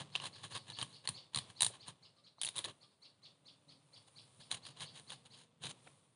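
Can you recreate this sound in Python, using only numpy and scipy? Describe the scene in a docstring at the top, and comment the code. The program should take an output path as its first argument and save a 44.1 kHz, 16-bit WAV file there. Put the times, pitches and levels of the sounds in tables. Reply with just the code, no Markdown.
"""A yard outdoors, one microphone close to a small tree standing in a bag of soil.
A pruning saw works through its woody roots: the teeth rasp on each stroke and now and then snag and
snap free, ringing the blade; the root ball thuds, and loose soil rustles between strokes.
Further off a small bird chips steadily, echoed by the yard; far away, an engine and two bird whistles.
The microphone thins the bass, and a noise suppressor turns down the quiet moments."""
import sys
import numpy as np
from scipy import signal
from scipy.fft import rfft, irfft
from scipy.io import wavfile
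from scipy.ndimage import uniform_filter1d

SR = 44100
rng = np.random.default_rng(int(sys.argv[2]) if len(sys.argv) > 2 else 0)


def wrap_up_sound(samples):
    """Save the sound to the file named by the first command line argument, as 16-bit audio."""
    columns = np.atleast_2d(samples).T
    # keep every value between -1 and 1, then stretch to whole-number steps
    tamed = np.clip(columns, -1, 1)
    steps = np.round(tamed * 32767).astype(np.int16)
    wavfile.write(sys.argv[1], SR, steps)


N = 271215
TIME = np.arange(N) / SR

# open air in the yard: frequency_hz, level_db
AIR_SPECTRUM = [(18, -38), (30, -58.5), (48, -15), (129, 8), (382, -3), (554, 0), (745, -6.5), (1160, -6.5),
                (1640, -11.5), (4200, -16.5), (5650, -24.5), (9480, -14), (11000, -61), (14300, -52.5),
                (22000, -120)]
# the far engine's course: time_s, pitch_hz, level_db
ENGINE_DRONE = [(0, 288, -91.5), (3.2, 287.4, -85.5), (3.75, 282.4, -73.5), (4.0, 274.1, -86),
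                (4.95, 248.2, -75.5), (5.5, 236.2, -74.5), (5.9, 260.2, -76), (6.15, 255, -87)]
# the blade sliding lightly through loose soil: time_s, rustle_db, hiss_db
SOIL_LEVELS = [(0.0, -65, -82), (0.58, -77, -76), (1.01, -79, -81), (1.16, -65.5, -79), (1.3, -77, -88),
               (1.42, -65.5, -76), (1.56, -70.5, -77.5), (2.02, -74.5, -87), (2.4, -91, -90),
               (2.57, -74, -72), (2.83, -84.5, -82), (3.25, -77.5, -86.5), (4.44, -73.5, -72),
               (4.71, -69.5, -93), (5.02, -72.5, -71), (5.55, -77.5, -92), (5.86, -70.5, -72),
               (6.15, -79, -80.5)]
# shifting crumbs: frequency_hz, level_db
RUSTLE_SPECTRUM = [(150, -12), (400, -0.5), (1100, 2), (1500, -10.5), (3500, -1.5), (5500, -14.5),
                   (9800, -15.5), (10800, -36)]
# soil on the flat of the blade: frequency_hz, level_db
HISS_SPECTRUM = [(2000, -18), (4000, -4.5), (5500, -13), (8000, -6.5), (9600, 4), (10800, -17.5)]
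# the shaken root ball: frequency_hz, level_db
THUD_SPECTRUM = [(50, -31.5), (80, -20.5), (108, 0), (160, -6), (210, -17.5), (400, -20), (900, -43.5)]

# saw strokes: fastest_s, length_s, level_db, treble_db
SAW_STROKES = [(.008, 0.035, -40.5, -2), (0.173, 0.079, -56.5, -3), (0.233, 0.028, -46.5, -3),
               (.265, 0.034, -47, 2), (0.382, 0.077, -59.5, -3), (0.451, 0.046, -51.5, 1.5),
               (.523, .04, -52.5, 2.5), (0.563, 0.044, -46, -0.5), (0.696, 0.053, -52, -2.5),
               (0.801, 0.047, -47, -1), (.829, 0.024, -50, -3), (0.899, 0.14, -65, 4),
               (1.055, 0.025, -55, -2), (1.092, 0.027, -49.5, -10), (1.37, 0.051, -48, -1),
               (1.501, 0.036, -60, 2), (1.646, 0.059, -53.5, 14), (1.746, 0.056, -58, 0),
               (1.885, .042, -51.5, 1.5), (2.466, .06, -54, 6), (2.582, 0.063, -48.5, -1),
               (2.652, 0.02, -42, 1), (2.688, 0.037, -48, -4), (4.083, 0.02, -63, 3),
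               (4.41, 0.023, -57, 0.5), (4.52, 0.021, -46, 4), (4.545, 0.047, -46.5, 2),
               (4.678, 0.069, -57.5, 3), (4.773, 0.017, -54.5, -2.5), (4.821, 0.058, -47.5, 0),
               (4.976, 0.058, -55, 1.5), (5.116, 0.057, -53, 1), (5.264, 0.019, -61.5, 1.5),
               (5.388, 0.13, -64.5, 4), (5.651, 0.057, -44.5, 0), (5.7, 0.033, -52, 4.5),
               (5.871, 0.021, -61, -20)]
# the roots in the order they are cut, a stout one first; blade_hz is the free blade's main ring:
# until_s, stroke_thud_db, snag_knock_db, ring_over_rasp_db, blade_hz
ROOTS_CUT = [(2.25, -51, -36.5, -10.5, 8740), (4.3, -57, -47.5, -13.5, 9710), (5.55, -55, -50, -18, 8670),
             (6.2, -51.5, -50.5, -27.5, 8830)]
# fibres tearing under the teeth: frequency_hz, level_db
RASP_SPECTRUM = [(150, -44), (250, -10.5), (486, -5.5), (1110, -2.5), (1320, -7.5), (1670, -5),
                 (2370, -5.5), (3100, 3.5), (4060, 1.5), (5570, -14.5), (6420, -8.5), (7520, -12.5),
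                 (9540, -6), (10200, -22.5), (11000, -12), (14300, -60), (22000, -120)]
# resonances of root and blade that colour the rasp: centre_hz, width_hz, level_db
RASP_RESONANCES = [(1606, 120, -5), (2930, 400, -13.5), (3940, 140, -1.5), (6920, 310, -1),
                   (9940, 1000, 4.5)]
# modes of the root: pitch_hz, t60_s, level_db
ROOT_MODES = [(523, 0.026, -10.5), (920, 0.019, -4), (1083, 0.032, 1.5), (1720, 0.017, -2)]

# the small bird's chips: middle_s, level_db
BIRD_CHIPS = [(0.128, -57), (0.335, -54.5), (0.533, -49.5), (0.734, -51), (0.935, -55.5), (1.152, -50.5),
              (1.364, -50), (1.571, -54), (1.811, -54.5), (2.035, -57), (2.17, -67), (2.249, -60),
              (2.391, -61), (2.818, -60), (2.909, -70), (3.03, -56.5), (3.238, -55.5), (3.466, -56.5),
              (3.693, -57), (3.941, -56), (4.168, -55.5), (4.406, -58.5), (4.637, -56), (4.86, -54.5),
              (5.083, -55), (5.315, -57.5)]
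# the course of one chip: from_middle_s, pitch_hz, level_db, hoarseness (0-1)
CHIP_SHAPE = [(-.014, 1930, -22, 0), (-.007, 2023, -7, 0), (0, 2190, -2.5, .03), (.008, 2370, -4.5, .4),
              (.016, 2000, 0, .85), (.023, 1500, -2.5, .9), (.032, 1156, -2.5, .85), (.042, 1000, -17, 1)]

# a tooth snags and snaps free: start_s, level_db, flex_hz, treble_db
TOOTH_SNAGS = [(0.1528, -21, 2790, -44), (0.1587, -22.5, 3150, -19), (0.2, -32, 2980, -42),
               (0.4401, -39, 3500, -16), (0.7009, -36, 3920, -12), (0.7875, -31, 3100, -12),
               (0.814, -24.5, 3930, -18), (.827, -28, 3050, -3.5), (1.0744, -23.5, 4400, -8),
               (1.0893, -26, 4230, 0), (1.3467, -24.5, 4050, -9.5), (1.359, -26.5, 4260, -1),
               (1.3732, -25, 3790, -9), (1.3869, -27.5, 4100, -5.5), (1.607, -18.5, 3900, -3),
               (1.6204, -17.5, 3750, 0), (1.6301, -18.5, 3950, -1.5), (1.646, -24.5, 3540, 4.5),
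               (1.6642, -22, 3860, -0.5), (1.8809, -39, 3960, 1.5), (2.4147, -26.5, 3650, -3),
               (2.4214, -31, 3920, -4.5), (2.4331, -26.5, 3100, -2), (2.439, -36, 3140, -8),
               (2.448, -33.5, 2800, 5), (2.4563, -36.5, 4550, 10.5), (2.4664, -30.5, 3720, -7),
               (2.4748, -33, 4140, -12), (2.4878, -28, 3730, -4), (2.5631, -34, 3760, -1.5),
               (2.5709, -34, 3700, -3), (2.581, -29, 3850, -1.5), (2.589, -27, 3530, -2.5),
               (2.6426, -31, 3620, -10), (2.6464, -27.5, 4050, -10), (4.5142, -24.5, 4030, -8),
               (4.5252, -37, 4100, -12.5), (4.6525, -39, 4070, -14), (4.806, -34.5, 4100, -14),
               (5.6376, -38, 3270, -12)]
# a fibre cracking: frequency_hz, level_db
CRACK_SPECTRUM = [(300, -19), (1000, 0.5), (1350, -13), (1800, -3.5), (2500, -4), (3600, 5), (4500, 0.5),
                  (5500, -7), (6600, -2.5), (8000, -0.5), (9800, 10), (11000, -13.5)]
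# high modes of the blade, damped by the wood around it: ratio_to_blade_hz, level_db
BLADE_MODES = [(1, 2), (1.013, -2), (1.11, -12), (1.07, -10), (.81, -11)]
# knocks of the root as it gives: start_s, pitch_hz, peak_db
ROOT_KNOCKS = [(0.819, 152, -43.5), (1.087, 147, -46), (1.36, 159, -42.5), (1.7, 540, -51),
               (2.383, 870, -52), (2.592, 397, -52), (2.659, 382, -51.5), (2.676, 620, -49),
               (2.692, 356, -52), (4.388, 150, -55.5), (5.64, 393, -48.5), (5.866, 600, -54.5),
               (5.871, 1400, -51), (5.875, 2130, -47)]
# a far bird's whistles: middle_s, pitch_hz, level_db
BIRD_WHISTLES = [(2.2, 1186, -72.5), (2.851, 1187, -72)]


def undb(db):
    """Decibels to gain."""
    return 10 ** (np.asarray(db) / 20)


def unit(x):
    """Scale to rms 1."""
    return x / np.sqrt(np.mean(x ** 2))


def add(out, start_s, sound):
    """Mix a sound into out from start_s on."""
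    i = max(int(start_s * SR), 0)
    out[i:i + len(sound)] += sound[:max(N - i, 0)]


def curves(table):
    """Interpolate each column of a table along the times in its first."""
    times, *columns = np.transpose(table)
    return [np.interp(TIME, times, column) for column in columns]


def colour(x, spectrum, size=4096):
    """Causal filter of unit power gain, shaped by rows of frequency_hz, level_db."""
    hz, db = np.transpose(spectrum)
    bin_hz = np.arange(size // 2 + 1) * SR / size
    gain = undb(np.interp(np.log(bin_hz + 1), np.log(hz), db))
    cepstrum = irfft(np.log(gain))[:size // 2]
    cepstrum[1:] *= 2  # minimum phase
    response = irfft(np.exp(rfft(cepstrum, size)))
    return signal.fftconvolve(x, response / np.linalg.norm(response))[:len(x)]


def filtered(x, order, hz, kind):
    """Low-, high- or band-pass a sound."""
    return signal.sosfilt(signal.butter(order, hz, kind, fs=SR, output="sos"), x)


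def resonance(x, hz, width_hz):
    """What one resonance passes of a sound."""
    return signal.lfilter(*signal.iirpeak(hz, hz / width_hz, SR), x)


def treble(x, hz=5800):
    """The part of a sound above hz."""
    return signal.sosfiltfilt(signal.butter(3, hz, "high", fs=SR, output="sos"), x)


def grains(per_s, spread_db):
    """Dense tiny fractures of differing size; rms 1."""
    hits = (rng.random(N) < per_s / SR) * rng.standard_normal(N)
    sizes = undb(spread_db * np.minimum(rng.exponential(size=N), 4))
    return unit(hits * sizes)


def swell(t, rise_s, fall_s):
    """A bell of height 1 at t = 0, each side with its own width."""
    return np.exp(-(t / np.where(t < 0, rise_s, fall_s)) ** 2)


def decay(t, t60_s, rise_s):
    """A soft onset, then a fall of 60 dB every t60_s."""
    return np.exp(-np.log(1000) * t / t60_s) * (1 - np.exp(-(t / rise_s) ** 2))


def echo(x, t60_s, wet_db, rise_s):
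    """Add diffuse reflections from walls, trees and ground."""
    tail = rng.standard_normal(SR) * decay(np.arange(SR) / SR, t60_s, rise_s)
    return x + undb(wet_db) * signal.fftconvolve(x, tail / np.linalg.norm(tail))[:N]


def root_at(time_s):
    """The qualities of the root being cut at time_s."""
    return next((row[1:] for row in ROOTS_CUT if time_s < row[0]), ROOTS_CUT[-1][1:])


def yard_air(level_db=-73):
    """Faint outdoor air all round the microphone."""
    return undb(level_db) * colour(rng.standard_normal(N), AIR_SPECTRUM)


def far_engine(waver=0.043, octave_db=-2, rumble_db=3, rumble_hz=155):
    """Distant traffic: one engine rumbles and drones with its octave."""
    hz, db = curves(ENGINE_DRONE)
    wobble = 1 + waver * unit(uniform_filter1d(rng.standard_normal(N), size=2000))
    phase = 2 * np.pi * np.cumsum(wobble * hz) / SR
    rumble = unit(filtered(rng.standard_normal(N), 2, (rumble_hz * 0.78, rumble_hz * 1.15), "band"))
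    return undb(db) * (np.sin(phase) + undb(octave_db) * np.sin(2 * phase) + undb(rumble_db) * rumble)


def loose_soil(strokes, settle_s=0.065, crumble_db=-20):
    """Close by, crumbs shift and the blade hisses through them; every stroke shakes more loose."""
    rustle_db, hiss_db = curves(SOIL_LEVELS)
    keep = np.exp(-1 / (settle_s * SR))
    lingering_power = signal.lfilter([1 - keep], [1, -keep], strokes ** 2)
    moving = np.sqrt(undb(rustle_db) ** 2 + undb(crumble_db) ** 2 * lingering_power)
    rustle = colour(grains(per_s=5000, spread_db=2), RUSTLE_SPECTRUM)
    hiss = colour(grains(per_s=8000, spread_db=1), HISS_SPECTRUM)
    shifting = colour(rng.standard_normal(N), THUD_SPECTRUM)
    return moving * (undb(1) * rustle + shifting) + undb(hiss_db + 3) * hiss


def sawing(tooth_hz=210, uneven_db=3.5, shift=0.014, usual_stroke_db=-50.5, thud_slope=0.7):
    """Close by, teeth tear fibres at a rate that follows the blade's speed, shaking the root ball."""
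    tearing = colour(grains(per_s=12000, spread_db=0.45), RASP_SPECTRUM)
    shaking = colour(rng.standard_normal(N), THUD_SPECTRUM)
    rasps, thuds = np.zeros((2, N))
    for fastest_s, length_s, db, treble_db in SAW_STROKES:
        thud_db, _, ring_db, _ = root_at(fastest_s)
        span = np.abs(TIME - fastest_s) < 0.15
        speed = swell(TIME[span] - fastest_s, rise_s=0.46 * length_s, fall_s=0.54 * length_s)
        teeth_per_s = tooth_hz * np.exp(0.2 * rng.standard_normal()) * (1 + speed) / 2
        teeth = np.cumsum(teeth_per_s) / SR
        # no two teeth bite equally deep
        depth = undb(uneven_db * rng.standard_normal(256))[teeth.astype(int) % 256]
        bite = unit(depth * (1 + np.exp(-(teeth % 1))))
        torn = bite * tearing[span]
        # each stroke meets the root at another point, which shifts the resonances
        stretch = 1 + shift * rng.uniform(-1, 1)
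        body = sum(undb(gain_db) * resonance(torn, hz * stretch, width_hz)
                   for hz, width_hz, gain_db in RASP_RESONANCES)
        rasp = unit(torn + body)
        edge = (undb(treble_db) - 1) * treble(rasp, hz=4600)
        wood = unit(sum(undb(mode_db) * resonance(rasp, hz, width_hz=90)
                        for hz, _, mode_db in ROOT_MODES))
        rasps[span] += speed * undb(db) * (rasp + edge + undb(ring_db) * wood)
        thuds[span] += speed * undb(thud_db + thud_slope * (db - usual_stroke_db)) * shaking[span]
    return rasps + undb(-6.5) * echo(thuds, t60_s=0.33, wet_db=-4.5, rise_s=0.022)


def chipping_bird(throat_hz=3950, throat_width_hz=1150, flutter_hz=600):
    """Further off, each chip rises cleanly, then plunges hoarsely through the throat resonance."""
    out = np.zeros(N)
    moments, pitch_hz, level_db, hoarseness = np.transpose(CHIP_SHAPE)
    t = np.arange(moments[0], moments[-1], 1 / SR)
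    harmonics = np.arange(1, 5)[:, None]
    for middle_s, db in BIRD_CHIPS:
        paced = t * (1 + 0.078 * rng.standard_normal())  # each chip has its own pace and pitch
        hz = harmonics * np.interp(paced, moments, pitch_hz) * (1 + 0.014 * rng.standard_normal())
        hoarse = np.interp(paced, moments, hoarseness)
        throat = np.exp(-((hz - throat_hz) / throat_width_hz) ** 4)
        # the clean rise also carries its fundamental and third harmonic
        throat += (1 - hoarse) * undb(-11) * np.exp(-((hz - 4500) / 2900) ** 2)
        flutter = unit(filtered(rng.standard_normal(hz.shape), 4, flutter_hz, "low"))
        tones = np.sin(2 * np.pi * np.cumsum(hz, axis=1) / SR)
        partials = (np.sqrt(1 - hoarse) + np.sqrt(hoarse) * flutter) * tones
        envelope = undb(db + np.interp(paced, moments, level_db))
        add(out, middle_s + t[0], envelope * np.sum(throat * partials, axis=0))
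    return echo(out, t60_s=0.35, wet_db=-1.5, rise_s=0.0032)


def snagging_teeth(crack_s=0.0019, splinter_s=0.024, splinter_db=-20, jolt_s=0.021):
    """Close by, a fibre cracks, the freed blade flexes and rings, and the root knocks and jolts."""
    out = np.zeros(N)
    t = np.arange(SR // 10) / SR

    def ring(hz, t60_s, detune, rise_s=0.00093):
        """One dying mode, its pitch scattered by detune."""
        hz = hz * (1 + detune * rng.standard_normal())
        return np.sin(2 * np.pi * hz * t) * decay(t, t60_s, rise_s)

    breaking = np.exp(-t / crack_s) + undb(splinter_db) * np.exp(-t / splinter_s)
    for start_s, db, flex_hz, treble_db in TOOTH_SNAGS:
        _, knock_db, _, blade_hz = root_at(start_s)
        crack = colour(rng.standard_normal(len(t)) * breaking, CRACK_SPECTRUM)
        crack += (undb(treble_db) - 1) * treble(crack)
        flex = ring(flex_hz, t60_s=0.0088, detune=0)
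        blade = sum(undb(mode_db) * ring(ratio * blade_hz, t60_s=0.03, detune=0.0017, rise_s=0.0015)
                    for ratio, mode_db in BLADE_MODES)
        knock = sum(undb(mode_db) * ring(hz, t60_s, detune=0.054) for hz, t60_s, mode_db in ROOT_MODES)
        jolt = colour(rng.standard_normal(len(t)) * np.exp(-t / jolt_s), THUD_SPECTRUM)
        add(out, start_s, undb(db) * (undb(-4) * crack + undb(6) * flex + undb(treble_db - 7.5) * blade))
        add(out, start_s, undb(knock_db) * (undb(-12.5) * knock + undb(-19) * jolt))
    return out


def knocking_root(t60_cycles=28):
    """Close by, the root gives under the saw with dead knocks; the lower ones last longer."""
    out = np.zeros(N)
    t = np.arange(SR // 5) / SR
    for start_s, hz, peak_db in ROOT_KNOCKS:
        push = rng.standard_normal(len(t)) * np.exp(-np.log(1000) * t * hz / t60_cycles)
        knock = filtered(push, 2, (hz * 0.68, hz * 1.25), "band")
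        add(out, start_s, undb(peak_db) * knock / np.abs(knock).max())
    return out


def whistling_bird(swell_s=0.029):
    """Far away, a bird gives two short, pure whistles."""
    return sum(undb(db) * swell(TIME - middle_s, swell_s, swell_s) * np.sin(2 * np.pi * hz * TIME)
               for middle_s, hz, db in BIRD_WHISTLES)


def scene():
    """The yard in mono: saw and soil close to the microphone, birds and engine further off."""
    strokes = sawing()
    saw = echo(strokes + snagging_teeth() + knocking_root(), t60_s=0.22, wet_db=-20.5, rise_s=0.008)
    near = saw + loose_soil(strokes)
    far = chipping_bird() + far_engine() + whistling_bird()
    return (near + far + yard_air())[None]


def record(dry, threshold_db=-71, duck_db=-7, knee_db=3.5, listen_hz=1500, top_hz=10300):
    """The microphone thins the bass; a suppressor ducks when the treble is quiet; the top is cut."""
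    thin = filtered(dry, 2, 60, "high")
    treble_power = uniform_filter1d(treble(thin, listen_hz) ** 2, size=1300)
    heard_db = 10 * np.log10(np.abs(treble_power) + 1e-14)
    quiet = (1 - np.tanh((heard_db - threshold_db) / (2 * knee_db))) / 2
    top_cut = signal.ellip(7, 0.3, 65, top_hz, fs=SR, output="sos")
    return signal.sosfilt(top_cut, thin * undb(duck_db * quiet))


dry = scene()
out = record(dry)
wrap_up_sound(out)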